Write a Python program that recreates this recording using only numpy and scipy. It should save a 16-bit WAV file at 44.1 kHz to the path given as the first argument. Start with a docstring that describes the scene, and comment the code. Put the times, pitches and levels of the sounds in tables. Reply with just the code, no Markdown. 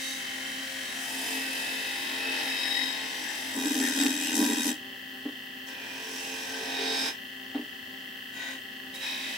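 """A scraper buzzes on spinning wood in seven short passes, with squeals, over the whirr of a small lathe.
Cutting sound is noise shaped by wood and blade; the same grain returns each turn, so it buzzes at spindle speed.
Friction squeals are narrow resonances or gliding tones; in the deep cut the blade chatters and the rest booms.
Motor and bearings are wavering tones and pulsed noise. Between passes the tool lands twice on the rest,
each time with a small cluster of knocks: struck resonances with a short noisy room tail."""
import sys
import numpy as np
from scipy import signal
from scipy.fft import rfft, irfft, next_fast_len
from scipy.io import wavfile
from scipy.ndimage import uniform_filter1d, map_coordinates

SR = 44100
rng = np.random.default_rng(int(sys.argv[2]) if len(sys.argv) > 2 else 0)


def generate_wav(signal):
    """Clip the signal to [-1, 1] and save it as 16-bit WAV at the path in sys.argv[1]."""
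    frames = np.transpose(np.atleast_2d(signal))
    scaled = np.clip(frames, -1, 1) * 32767
    pcm = np.round(scaled).astype(np.int16)
    wavfile.write(sys.argv[1], SR, pcm)


N = 413216
FFT = next_fast_len(N, real=True)
T, HZ = np.arange(N) / SR, np.fft.rfftfreq(FFT, 1 / SR)

# broad colour of steel on wood: (frequency [Hz], relative level per Hz [dB])
SCRAPE = [(25, -24), (60, -35), (170, -20), (240, -7.5), (450, -8.5), (1000, -0.5), (1270, -11.5),
          (1600, 2), (2300, 2), (3400, 3.5), (5500, -2), (7100, -8.5), (9700, -8.5), (12500, -17.5),
          (15000, -18), (15800, -41)]
# blade resonances as held in the deep cut: (frequency [Hz], width [Hz], lift at full strength [dB])
HELD_DEEP = [(720, 44, -8), (975, 23, 6.5), (1560, 160, 9.5), (1920, 82, 5), (2210, 110, -12),
             (2508, 110, 13.5), (2720, 45, 8), (3280, 70, 8), (3757, 62, 19), (5230, 200, 10),
             (5930, 180, 8.5), (6350, 130, 10.5), (7560, 120, 7)]
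# the hand in the deep cut: (time [s], pressure on the edge [dB], level of the dust fizz [dB])
DEEP = [(3.54, -39.5, -46.5), (3.894, -36.5, -40.5), (3.914, -35.5, -44.5), (4.018, -34, -41),
        (4.19, -39, -46), (4.236, -36.5, -42), (4.34, -35.5, -45), (4.354, -38, -36.5), (4.56, -36.5, -44),
        (4.692, -38, -37.5), (4.71, -38.5, -45)]
# how alike the two microphones hear: (frequency [Hz], likeness [-1 to 1])
LIKENESS = [(50, .85), (150, .99), (350, .987), (470, .75), (650, .4), (900, .1), (1700, .1), (2800, .55),
            (4500, .5), (8000, .1), (14000, .5)]
# balance of the two microphones: (frequency [Hz], left minus right [dB])
LEAN = [(250, -0.5), (800, -0.5), (1200, 1), (1800, 4.5), (2500, 2), (3200, -0.5), (4200, 3), (7000, -1),
        (9000, 1), (12000, -1.5), (12600, 11), (15500, 9)]
FIRM_DB = -39  # a firm pressure; layer levels are stated for it and grow with pressure


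def amp(db):
    """Turn decibels into a gain."""
    return 10 ** (np.asarray(db) / 20)


def unit(x):
    """Scale to an average (RMS) size of 1."""
    return x / np.sqrt(np.mean(x ** 2) + 1e-20)


def read(points):
    """Read a spectrum table on the frequency grid, joining points evenly in log frequency."""
    hz, value = np.transpose(points)
    return np.interp(np.log(HZ + 1), np.log(hz + 1), value)


SAME, TILT = np.clip(read(LIKENESS), -1, 1), amp(read(LEAN) / 2)


def wave(spectrum):
    """Turn a spectrum back into sound."""
    return irfft(spectrum, FFT)[..., :N]


def drift(rate):
    """Random wandering of size 1, with this many fresh values a second."""
    knots = rng.standard_normal(4000)
    return unit(np.interp(T * rate, np.arange(len(knots)), knots))


def bell(s, half):
    """A smooth swell of height 1 around a moment."""
    return np.exp(-np.minimum(((T - s) / half) ** 2, 30))


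def panned(lean_db):
    """Left and right gains that keep the total power."""
    gains = np.array([amp(lean_db / 2), amp(-lean_db / 2)]).reshape(2, -1)
    return gains / np.sqrt((gains ** 2).mean(0))


def ringing(modes):
    """Complex response of a set of damped resonances, alternating in sign."""
    response = 0
    for k, (hz, width, db) in enumerate(modes):
        mode = 1j * HZ * width / (hz ** 2 - HZ ** 2 + 1j * HZ * width)
        response = response + amp(db) * mode * (-1) ** k
    return response


def lifts(modes):
    """Gain of resonant humps and dips on a broad spectrum."""
    return amp(sum(db / (1 + (2 * (HZ - hz) / width) ** 2) for hz, width, db in modes))


def ports(pair):
    """Spectra at two microphones, whose likeness and balance depend on frequency."""
    mid, side = rfft(pair, FFT) * np.sqrt([(1 + SAME) / 2, (1 - SAME) / 2])
    return np.array([(mid + side) * TILT, (mid - side) / TILT])


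def sound(spectra, gain):
    """Filtered stereo sound whose middle has size 1."""
    x = wave(spectra * gain)
    return x / x.mean(0).std()


def steadied(x, seconds):
    """The hand damps a growing vibration: dividing by its running size holds it steady."""
    power = uniform_filter1d((x ** 2).mean(0), round(seconds * SR))
    return x / np.sqrt(abs(power) + 1e-6)


def spindle_turns():
    """Turns made since the start, adding up the changing spindle speed."""
    # spindle speed: (time [s], speed [turns per second])
    speed = [(0, 44.28), (.4, 44.28), (.7, 44.38), (1.9, 44.42), (2.7, 44.5), (3.4, 44.2), (4.3, 44.38),
             (5.3, 44.0), (6.1, 44.25), (6.5, 44.44), (7.05, 44.42), (7.8, 44.0), (8.5, 44.3),
             (8.85, 44.05), (9.37, 44.3)]
    return np.cumsum(np.interp(T, *np.transpose(speed))) / SR


def bites(cycles, depth_db):
    """The edge digs in once in every cycle, so the level pulses."""
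    return unit(amp(depth_db * (.5 + .5 * np.cos(2 * np.pi * cycles)) ** 2))


def contact(start, end):
    """Gain of the edge meeting the wood at start and leaving it at end."""
    def settled(s):
        return 1 - np.exp(-np.maximum(T - s, 0) / 0.03)  # it takes hold and lets go within about 0.03 s
    return abs(settled(start) - settled(end))


def stroke(rows):
    """One pass of the hand: contact gain, pressure above firm in dB, fizz in dB."""
    s, pressure_db, fizz_db = np.transpose(rows)
    return contact(s[0], s[-1]), np.interp(T, s, pressure_db) - FIRM_DB, np.interp(T, s, fizz_db)


def digging():
    """Swell in dB as the blade digs in and comes free; each sound takes all or a share of it."""
    # moments when the blade digs in or eases: (time [s], half length [s], full swell [dB])
    digs = [(1.25, 0.45, 9), (2.263, 0.13, 12), (3.574, 0.024, 9), (3.682, 0.056, 10), (3.693, .009, -16),
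            (3.736, .009, -10), (3.816, 0.085, 9), (3.865, .012, -8), (3.94, .012, -11), (4.043, 0.076, 12),
            (4.338, 0.0077, 7.5), (4.415, 0.056, 13), (4.534, 0.067, 8), (4.557, .013, -12),
            (4.633, .012, -9), (4.68, 0.068, 7), (6.825, 0.035, -1)]
    return sum(db * bell(s, half) for s, half, db in digs)


def machine(tones_db=0.5, whirr_db=-53, air_db=-49.5, wander=0.000828, flutter=0.23, sway_size=0.43):
    """Motor tones waver; rolling balls pulse the high tones and a whirr, which throb with cage and motor."""
    # steady tones of motor and bearings, the high ones in clusters spaced by the turning of the cage:
    # (frequency [Hz], level before the common tones_db [dB], left minus right [dB])
    tone_rows = [(199.3, -67.0, -1), (230.5, -64.5, 0), (261.1, -54.5, 1), (345.1, -70.0, 1),
                 (391.1, -62.5, 1), (525.5, -72.5, 0), (586.9, -70.5, -8), (775.9, -70.5, 7),
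                 (785.6, -64.5, 6), (799.9, -73.0, -4), (976.2, -73.0, 10), (1064.5, -71.5, 5),
                 (1190.3, -75.0, -4), (1324.7, -71.0, -7), (1521.1, -69.5, 8), (1582.4, -66.0, 4),
                 (1609.2, -69.5, 7), (1689.3, -62.5, 5), (1715.3, -57.5, 6), (1745.0, -61.0, -1),
                 (1759.4, -63.5, 6), (1778.1, -62.0, 7), (1804.5, -59.5, 9), (1830.5, -66.5, 3),
                 (1912.2, -55.0, 8), (1939.9, -57.5, 5), (1972.2, -59.5, 3), (2000.4, -59.5, 0),
                 (2106.1, -68.0, 9), (2499.1, -70.5, 11), (2527.0, -68.0, 0), (2585.0, -68.0, 0),
                 (2696.1, -57.5, 15), (2723.1, -60.0, -3), (2750.7, -61.5, 13), (2782.4, -63.5, -6),
                 (2890.8, -64.0, 8), (2918.9, -55.5, -12), (2947.4, -63.0, 7), (2976.1, -65.5, -8),
                 (3005.1, -65.0, 4), (3059.1, -63.5, -5), (3086.4, -56.0, 4), (3114.4, -54.5, -9),
                 (3148.1, -58.5, -2), (3173.3, -61.0, -8), (3283.9, -61.5, 0), (3310.5, -63.0, -3),
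                 (3477.5, -68.0, -2), (3506.1, -69.0, -14), (3566.8, -67.5, -4), (4317.7, -70.5, -3)]
    # bearing whirr: (frequency [Hz], relative level per Hz [dB])
    whirr_colour = [(1200, -43), (1500, -9.5), (1720, -4.5), (1960, 1.5), (2150, -13), (2400, -18),
                    (2750, -2.5), (3150, 0.5), (3400, -7.5), (3800, -19), (4350, -8), (5200, -30.5)]
    # air noise: (frequency [Hz], relative level per Hz [dB])
    air_colour = [(25, -32), (50, -17.5), (100, 2.5), (160, -1.5), (205, 3.5), (260, 9.5), (330, -3),
                  (540, -1.5), (950, -6.5), (1300, -4.5), (2050, -4), (2280, -11), (2600, -4), (3550, -2),
                  (3850, -7.5), (4200, -4), (5000, -4.5), (7000, -12), (13500, -13.5), (15000, -5.5)]
    cage_hz, motor_hz, ball_pass_hz = 27.93, 60.7, 195.5
    clock = T + np.cumsum(wander * drift(5)) / SR  # time that runs slightly unevenly
    cage, motor, balls = (np.cos(2 * np.pi * (hz * clock + rng.random()))
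                          for hz in (cage_hz, motor_hz, ball_pass_hz))
    throb = unit((1 + .12 * cage) * (1 + .2 * motor))
    rolling = unit(amp(9 * balls))
    ringing_load = throb * unit(1 + .25 * balls)
    tones = np.zeros((2, N))
    sway, swell = sway_size * drift(14), unit(1 + flutter * drift(13))
    for hz, db, lean_db in tone_rows:
        # the less alike the microphones are here, the further apart their phases
        apart = np.arccos(SAME[np.searchsorted(HZ, hz)]) * rng.choice([-.5, .5])
        bearing = hz > whirr_colour[0][0]  # the high tones come from the bearings
        phase = np.float32(2 * np.pi * ((hz * clock + rng.random()) % 1) + (0 if bearing else sway))
        size = np.sqrt(2) * amp(db + tones_db) / np.cos(apart) * panned(lean_db)
        pulsing = ringing_load if bearing else swell
        tones += size * np.cos(phase + np.float32([[apart], [-apart]])) * pulsing
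    whirr = sound(ports(throb * rolling * rng.standard_normal((2, N))), amp(read(whirr_colour)))
    air = sound(ports(rng.standard_normal((2, N))), amp(read(air_colour)))
    return tones + amp(whirr_db) * whirr + amp(air_db) * air


def frame_hum(strokes, flutter=0.12, dig_share=0.42, growth=0.36, waver_db=2.2):
    """Some multiples of the spindle speed meet frame resonances, so the frame drones and hums under load."""
    # hum frequencies as multiples of the spindle speed: (first [times], second [times])
    hum_orders = (10, 12)
    # hum at firm pressure, a row a pass: (first multiple [dB], second multiple [dB])
    hums = [(-70, -55), (-57, -63.5), (-59, -62), (-62, -60), (-67, -60), (-63, -56), (-80, -57.5)]
    # low drone under load, which beats against the motor: (time [s], level [dB])
    drone_curve = [(0, -47), (.25, -57), (.5, -48), (.8, -53), (1.05, -49.5), (1.22, -43), (1.85, -48),
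                   (2.02, -55), (2.15, -47.5), (2.5, -45.5), (2.65, -53), (2.85, -46), (3.05, -58.5),
                   (3.3, -53), (3.5, -49), (5.7, -56.5), (7.05, -44.5), (8.45, -54), (9, -63)]
    drone_order = 6
    loads = np.array([touch * amp(growth * pressure) for touch, pressure, _ in strokes])
    loads = loads * amp(dig_share * digging())
    touching = sum(touch for touch, _, _ in strokes)
    drone = amp(np.interp(T, *np.transpose(drone_curve))) * touching
    out = np.zeros(N)
    for order, gain in zip((drone_order, *hum_orders), (drone, *(amp(hums).T @ loads))):
        phase = 2 * np.pi * order * spindle_turns() + flutter * drift(22)
        waver = (1 + flutter * drift(22)) * amp(waver_db * drift(8.7))
        out += gain * unit(np.sin(phase) * waver)
    return out


def grain(memory, fresh, twice=0):
    """Wood passes the edge once a turn, end grain twice; it is slowly cut away and torn fibres add noise."""
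    keep, fresh = np.exp(-1 / memory), np.clip(fresh, 0, 1)  # memory is in turns
    noise = rng.standard_normal((2, 560, 1024))  # 560 turns of 1024 points around the wood
    surface = signal.lfilter([1], [1, -keep], noise, axis=1)[:, 100:]  # drop the first turns, still settling
    surface = surface + twice * np.roll(surface, surface.shape[2] // 2, axis=2)
    place = spindle_turns() * surface.shape[2]
    felt = np.array([map_coordinates(s.ravel(), [place], order=2) for s in surface])
    return np.sqrt(1 - fresh) * unit(felt) + np.sqrt(fresh) * rng.standard_normal((2, N))


def cutting(strokes, bounces, body_db=-1, rasp_db=-2, fizz_db=0,
            chatter_db=6.0, runout_db=2.0, ball_runout_db=-1.0):
    """Each pass plays the grain through the wood, the blade and the spray of dust."""
    # resonances of lathe and workpiece in every pass: (frequency [Hz], width [Hz], lift [dB])
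    frame = [(295, 59, 14.5), (735.5, 25, -42), (739.5, 168, 13), (1864, 490, 7.5), (3090, 230, 4),
             (8810, 140, -41)]
    # blade resonances, which depend on how it is held: (frequency [Hz], width [Hz], lift [dB])
    held_bead = [(446, 300, -20.5), (553, 11, 4), (913, 200, -11.5), (2147, 92, 7.5), (2610, 81, 8),
                 (3105, 52, 11.5), (3930, 120, 6.5), (5730, 230, 5.5), (7640, 220, 2.5),
                 (12500, 4000, -5.5)]
    held_light = [(458, 16, 7), (1990, 290, 4), (2290, 130, -2), (2587, 106, 11), (3115, 57, 7),
                  (3720, 130, 8.5), (5050, 200, 8), (7260, 170, -2), (8200, 180, -11), (8390, 92, 12)]
    held_steep = [(433, 54, 13), (624, 94, -3.5), (900, 370, 1.5), (1559, 41, 13.5), (1720, 68, 2),
                  (2454, 260, 14), (3680, 1430, 12), (5200, 500, 4), (5620, 1150, 9), (6340, 46, 15),
                  (7750, 280, 7)]
    held_soft = [(530, 29, -2), (1530, 67, 18.5), (1940, 120, 12.5), (2480, 140, 8), (3750, 170, 14.5),
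                 (6630, 500, 13.5), (8450, 500, 8)]
    held_ball = [(467, 84, -32), (522, 22, 13), (1910, 200, -4), (2180, 66, 2), (2510, 61, 8),
                 (2830, 97, -18), (3670, 300, 1), (5700, 400, 3), (7060, 300, -6), (7500, 200, 6)]
    # levels at firm pressure before the common trims, a row a pass: (wood body [dB], edge rasp [dB])
    cuts = [(-48, -35), (-44.5, -33), (-47, -37), (-49, -37.5), (-42.5, -38), (-43.5, -33.5), (-51.5, -38)]
    # the blade's angle throws a band to one side, a row a pass: (from [Hz], to [Hz], left minus right [dB])
    throws = [(3950, 8000, 1.5), (3900, 11000, 2), (3210, 5000, 1), (6330, 8000, 8), (1400, 4800, -3.5),
              (6200, 7300, 11), (3300, 4700, -10)]
    body_growth, rasp_growth, dig_share = 0.7, 0.84, 0.37  # dB per dB of pressure, twice; share of the swell
    body, fizz = ports(grain(11.7, 0.22, twice=0.26)), ports(grain(1.9, 0.97))
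    # a smooth surface repeats turn after turn; a tearing cut renews it quickly
    smooth, torn = ports(grain(25, .18)), ports(grain(10, .5))
    # soft crossovers split the sound into body, rasp and fizz
    above_body, above_rasp = 1 - 1 / (1 + (HZ / 1400) ** 8), 1 - 1 / (1 + (HZ / 7200) ** 8)
    layers = [(1 - above_body, body_db), (above_body - above_rasp, rasp_db), (above_rasp, fizz_db)]
    bands = [(350, 1300), (2200, 6500), (9000, 14000)]  # Hz, where each layer's level is set
    # the piece runs slightly out of true, with a separate pulse depth at the ball
    wobble, ball_wobble = bites(spindle_turns(), runout_db), bites(spindle_turns(), ball_runout_db)
    passes = [(held_bead, smooth, wobble),
              (held_light, smooth + torn, wobble),  # cove
              (held_light, smooth - torn, wobble),  # flank
              (HELD_DEEP, torn, bites(bounces, chatter_db)),
              (held_steep, smooth + torn, wobble),  # shoulder
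              (held_soft, smooth, wobble),  # touch
              (held_ball, smooth, ball_wobble)]
    base, out = amp(read(SCRAPE)) * lifts(frame), np.zeros((2, N))
    dig_db = dig_share * digging()
    for (touch, pressure, dust_db), cut, throw, (blade, rasp, bite) in zip(strokes, cuts, throws, passes):
        body_level_db = cut[0] + body_growth * pressure + dig_db
        rasp_level_db = cut[1] + rasp_growth * pressure
        levels_db = [body_level_db, rasp_level_db, dust_db]
        thrown = (HZ > throw[0]) & (HZ < throw[1])
        shape = base * lifts(blade) * panned(throw[2] * thrown)
        for drive, (share, db), (lo, hi), level_db in zip([body, rasp, fizz], layers, bands, levels_db):
            in_band = (HZ > lo) & (HZ < hi)
            size = np.linalg.norm((drive * shape).mean(0)[in_band]) * np.sqrt(2 / (N * FFT))
            layer = wave(drive * shape * np.sqrt(abs(share))) / size
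            out += layer * amp(db + level_db) * touch * bite
    return out


def blade_song(strokes, steady_s=0.14):
    """Narrow blade resonances swell when the edge is pressed in."""
    # blade resonances: (frequency [Hz], nominal width [Hz], growth [dB per dB of pressure])
    blade = [(2630, 63, 0.2), (3772, 43, 3.5), (5120, 110, 4.5), (8370, 85, 3.5)]
    # strength at firm pressure, a row a pass: (one column for each blade resonance in turn [dB])
    songs = [(-52, -50, -57, -46), (-43.5, -40, -62, -59), (-62, -49.5, -58, -73), (-55, -58.5, -64, -65),
             (-51.5, -63, -60, -64), (-62, -57, -58, -49), (-51, -50, -56, -59)]
    drive, out = ports(grain(25, .15)), np.zeros((2, N))
    shares = np.array([touch for touch, _, _ in strokes]) ** 2
    pressure = sum(touch ** 2 * push for touch, push, _ in strokes)
    for k, (hz, width, growth) in enumerate(blade):
        # passing the resonance twice narrows it, so each one starts doubly wide
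        song = steadied(sound(drive, ringing([(hz, 2 * width, 0)]) ** 2), steady_s)
        strength = np.sqrt(amp(songs)[:, k] ** 2 @ shares)
        out += strength * amp(growth * pressure) * song
    return out


def squeals(strokes, bounces, steady_s=0.0056, spread=0.4):
    """Friction feeds one resonance for a moment, pulsing once in each turn or bounce."""
    # the blade catches and one resonance swells, pulsing with turns (with bounces in the deep cut):
    # (time [s], half length [s], frequency [Hz], width of each of two filters [Hz], level [dB],
    #  depth of the pulsing [dB], moment of the cycle [0-1], left minus right [dB])
    squeal_rows = [(.09, 0.1, 3780, 150, -40, 7, 0.6, -8), (.07, .09, 4470, 280, -47, 3, .6, 4),
                   (0.092, 0.14, 6250, 320, -47, 3, 0.5, 4), (0.44, 0.44, 3112, 19, -48, -1, 0.3, -10),
                   (.9, .05, 3780, 37, -44.5, -2, 0.3, -12), (1.6, 0.46, 2626, 70, -43, 0, .61, -1),
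                   (1.47, 0.048, 1540, 90, -45.5, 3, 0.7, 5), (2.29, 0.075, 2594, 41, -35, 0, 0.95, 2),
                   (2.531, 0.053, 2620, 50, -39, 7, .6, -1), (2.672, 0.036, 1860, 220, -35.5, 7, 0.1, 10),
                   (2.792, .055, 1935, 130, -31, 11, 0.23, 16), (2.75, 0.23, 5120, 72, -39, 8, 0.26, 10),
                   (2.6, .08, 4900, 220, -44, 11, .45, 8), (3.28, 0.32, 5750, 630, -46.5, -3, 0.3, 8),
                   (3.29, 0.047, 1780, 250, -36.5, 1, .3, 11), (3.856, 0.052, 1840, 300, -32.5, 0, 0.3, 16),
                   (3.7, .06, 3780, 70, -43, 4, 0.5, 8), (4.266, .06, 2820, 330, -37.5, 4, 0.2, 6),
                   (4.234, 0.055, 2560, 240, -39, 4, 0.5, 3), (4.454, .06, 3772, 70, -44, 4, 0.6, 8),
                   (5.882, 0.2, 2470, 160, -46, 0, 0.4, -13), (6.263, 0.16, 2660, 330, -43, 3, 0.3, -8),
                   (6.92, 0.14, 4620, 680, -41.5, 2, .6, -4), (8.948, .025, 3820, 50, -39, 15, 0.9, -2),
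                   (9.085, 0.09, 3830, 48, -38, 15, .99, 0), (9.26, .11, 3825, 45, -44.5, 20, 0.04, -5),
                   (9.1, .09, 2514, 46, -40, 22, 0.54, 10), (9.09, 0.066, 5450, 200, -48, 12, .4, 0),
                   (9.26, 0.074, 2500, 50, -45, 20, 0.6, 7), (9.32, .07, 1980, 110, -44, -5, .43, 1)]
    mid, side = rng.standard_normal((2, N))
    friction = np.array([mid + spread * side, mid - spread * side])
    out, turns = np.zeros((2, N)), spindle_turns()
    for s, half, hz, width, db, pulse_db, moment, lean_db in squeal_rows:
        near = slice(*np.searchsorted(T, [s - 3 * half, s + 3 * half]))
        b, a = signal.iirpeak(hz, hz / width, fs=SR)
        once = signal.lfilter(b, a, friction[:, near])
        ring = steadied(unit(signal.lfilter(b, a, once)), steady_s)
        cycles = bounces if DEEP[0][0] < s < DEEP[-1][0] else turns
        pulse = unit(amp(pulse_db / 2 * np.cos(2 * np.pi * (cycles[near] - moment))))
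        swell = np.exp(-((T[near] - s) / half) ** 2)
        out[:, near] += amp(db) * swell * pulse * ring * panned(lean_db)
    return out * sum(touch for touch, _, _ in strokes)


def chatter(bounces, squeak_db=-45, depth_db=15, uneven=0.24, snag_db=-9, thud_db=-24, lean_db=7):
    """Each bounce of the blade squeaks in a high resonance; snagged fibres snap and jolt the lathe."""
    # fibres snag and snap in the deep cut: (time [s], strength before the common snag_db [dB])
    snags = [(3.656, -20), (3.752, -22), (3.8, -19.5), (3.872, -21), (4.002, -21), (4.015, -18),
             (4.028, -17), (4.0643, -15), (4.4436, -16), (4.644, -22)]
    # the squeak starts ahead of the deep cut and builds to a steady level
    from_s, full_s, build_db_per_s, dig_share = 2.5, 4.15, 8.5, 0.54
    squeak = sound(ports(rng.standard_normal((2, N))), ringing([(7670, 180, 0)]) ** 2)
    squeak = panned(lean_db) * squeak * bites(bounces, depth_db) * (1 + uneven * drift(70))
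    build_db = build_db_per_s * np.minimum(T - full_s, 0) + dig_share * digging()
    squeak = amp(squeak_db + build_db) * contact(from_s, DEEP[-1][0]) * squeak
    # each snap starts at once and dies away in milliseconds
    snaps = sum(amp(db + snag_db) * (T >= s) * np.exp(-abs(T - s) / .003) for s, db in snags)
    tearing_colour = amp(read(SCRAPE)) * lifts(HELD_DEEP) ** .5 * HZ / (HZ + 5000)
    tearing = sound(ports(rng.standard_normal((2, N))), tearing_colour)
    jolt = signal.lfilter(*signal.butter(1, [35, 90], "band", fs=SR), snaps)
    return squeak + snaps * tearing + amp(thud_db) * jolt


def rings(strokes, pulse_db=2.5, bend=0.5, flutter=0.37, uneven=0.15):
    """Friction keeps a blade resonance going; turns bend its pitch and ripple it once and twice a turn."""
    # sustained squeals: (time [s], half length [s], frequency at that time [Hz], glide [Hz per s],
    #  level [dB], left minus right [dB])
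    ring_rows = [(2.754, .19, 3790, 0, -32, 17), (6.92, .21, 3760, -100, -37, -6),
                 (6.64, .06, 5150, 0, -52, -5), (7.04, .13, 5170, -450, -37, -7)]
    angle, out = 2 * np.pi * spindle_turns(), np.zeros((2, N))
    ripple_db = pulse_db / 2 * (np.cos(angle) + np.cos(2 * angle))
    ripple = unit(amp(ripple_db) * (1 + uneven * drift(150)))
    sway = bend * np.sin(angle) + flutter * (drift(110) + drift(25))
    for s, half, hz, glide, db, lean_db in ring_rows:
        phase = 2 * np.pi * (hz + glide * (T - s) / 2) * (T - s) + sway
        out += np.sqrt(2) * amp(db) * bell(s, half) * np.sin(phase) * panned(lean_db)
    return out * ripple * sum(touch for touch, _, _ in strokes)


def tool_rest(boom_db=-36.5, strike_s=0.00056, click_s=0.025, room_db=-23, room_s=0.049):
    """The rest booms in the deep cut and rings with the shank when the tool lands; the workshop prolongs it."""
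    # resonances of the rest: (frequency [Hz], width [Hz], relative level [dB])
    rest_modes = [(247, 19.6, 1.5), (291.3, 17.5, 5), (327, 46, -12), (413, 22, -10), (607, 26, -22),
                  (810, 75, -21), (1146, 23, -27.5)]
    # resonances of the tool's shank: (frequency [Hz], width [Hz], relative level [dB])
    shank_modes = [(390, 15, -6), (535, 30, 0), (783, 32, 4), (1150, 22, -8)]
    # the tool is set down: (time [s], ring of the rest [dB], click [dB], clank of the shank [dB])
    knocks = [(5.2546, -24.5, -48, -35), (5.286, -37, -57, -48), (7.5469, -27, -42, -32),
              (7.5544, -25, -51, -40), (7.591, -30.5, -64, -43), (7.628, -42, -69, -65)]
    no_rumble = 1 + (170 / (HZ + 1)) ** 6  # dividing by this removes the lowest bass
    modes = ringing(rest_modes) / no_rumble
    boom = steadied(sound(ports(grain(8.5, 0.57)), modes), 0.039)
    out = amp(boom_db + digging()) * contact(DEEP[0][0], DEEP[-1][0]) * boom
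    ring = wave(modes) * (1 - np.exp(-T / strike_s)) * (T < 1)
    shank = wave(ringing(shank_modes) / no_rumble) * (T < 1)
    air = ports(rng.standard_normal((2, N)))
    clack_colour = [(200, -40), (400, 14), (650, 5), (900, 6), (1400, 0), (4000, -3), (8000, -45)]  # Hz, dB
    clack = sound(air, amp(read(clack_colour)))
    room = sound(air, np.sqrt(abs(modes)) / (1 + (HZ / 1000) ** 4))
    echo = amp(room_db) * np.exp(-T / room_s) * (1 - np.exp(-T / 0.0055))
    for s, db, click_db, clank_db in knocks:
        at = round(s * SR)
        out[:, at:] += amp(clank_db) * shank[:N - at] / abs(shank).max()
        out[:, at:] += amp(db) * (ring[:N - at] / abs(ring).max() + room[:, at:] * echo[:N - at])
        out[:, at:] += amp(click_db) * clack[:, at:] * np.exp(-T[:N - at] / click_s)
    return out


def groan(flutter=0.32):
    """Two neighbouring multiples of the spindle speed ring the wood and beat once a turn."""
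    # groan frequencies as multiples of the spindle speed: (first [times], second [times])
    groan_orders = (9, 10)
    # groans as the shoulder is cut: (time [s], half length [s], level [dB])
    groan_rows = [(6.62, 0.043, -43.5), (6.828, 0.059, -39), (6.92, 0.032, -38.5), (7.055, 0.039, -47)]
    turns, tone = spindle_turns(), np.zeros(N)
    for order in groan_orders:
        phase = 2 * np.pi * order * turns + flutter * drift(30)
        tone += np.sin(phase) * (1 + flutter * drift(25))
    return unit(tone) * sum(amp(db) * bell(s, half) for s, half, db in groan_rows)


def scene():
    """Seven passes of the scraper over the running lathe."""
    # the hand, one curve a pass: (time [s], pressure on the edge [dB], level of the dust fizz [dB])
    bead = [(-0.1, -44, -49), (0.11, -48, -47.5), (0.26, -45, -53), (0.93, -45, -51), (1.05, -45.5, -46.5)]
    cove = [(1.05, -47, -46.5), (1.336, -43, -43), (1.454, -45, -47.5), (1.626, -42, -46), (1.64, -43, -47),
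            (2.282, -42.5, -50.5), (2.42, -38.5, -48.5)]
    flank = [(2.42, -33, -47), (2.546, -37.5, -49), (2.678, -36.5, -48.5), (2.84, -37, -50),
             (2.996, -39.5, -54), (3.44, -41.5, -49), (3.55, -41, -50)]
    shoulder = [(5.66, -54, -59), (5.668, -47, -51), (5.768, -54.5, -68), (5.848, -49.5, -62.5),
                (6.164, -48.5, -51.5), (6.614, -41.5, -53.5), (6.814, -36, -54.5), (7.034, -34.5, -47.5),
                (7.088, -35, -48)]
    light_touch = [(8.32, -59, -62), (8.365, -54, -60), (8.42, -48.5, -62), (8.52, -49.5, -59),
                   (8.565, -60, -65)]
    ball = [(8.93, -59, -65), (8.944, -38, -44), (8.988, -55, -56), (9.032, -38.5, -52.5),
            (9.172, -40, -55), (9.36, -39.5, -52.5)]
    strokes = [stroke(rows) for rows in (bead, cove, flank, DEEP, shoulder, light_touch, ball)]
    chatter_hz = 83.8
    bounces = np.cumsum(chatter_hz * (1 + 0.042 * drift(59.95))) / SR  # the blade bounces a little unevenly
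    lathe = machine() + frame_hum(strokes)
    scraping = cutting(strokes, bounces) + blade_song(strokes) + chatter(bounces)
    squealing = squeals(strokes, bounces) + rings(strokes)
    return lathe + scraping + squealing + tool_rest() + groan()


def record(dry):
    """Limit the band: a smooth filter removes what lies above 15.9 kHz."""
    lowpass = signal.firwin(511, 15900, window=("kaiser", 9), fs=SR)
    return signal.oaconvolve(dry, lowpass[None], "same")


dry = scene()
out = record(dry)
generate_wav(out)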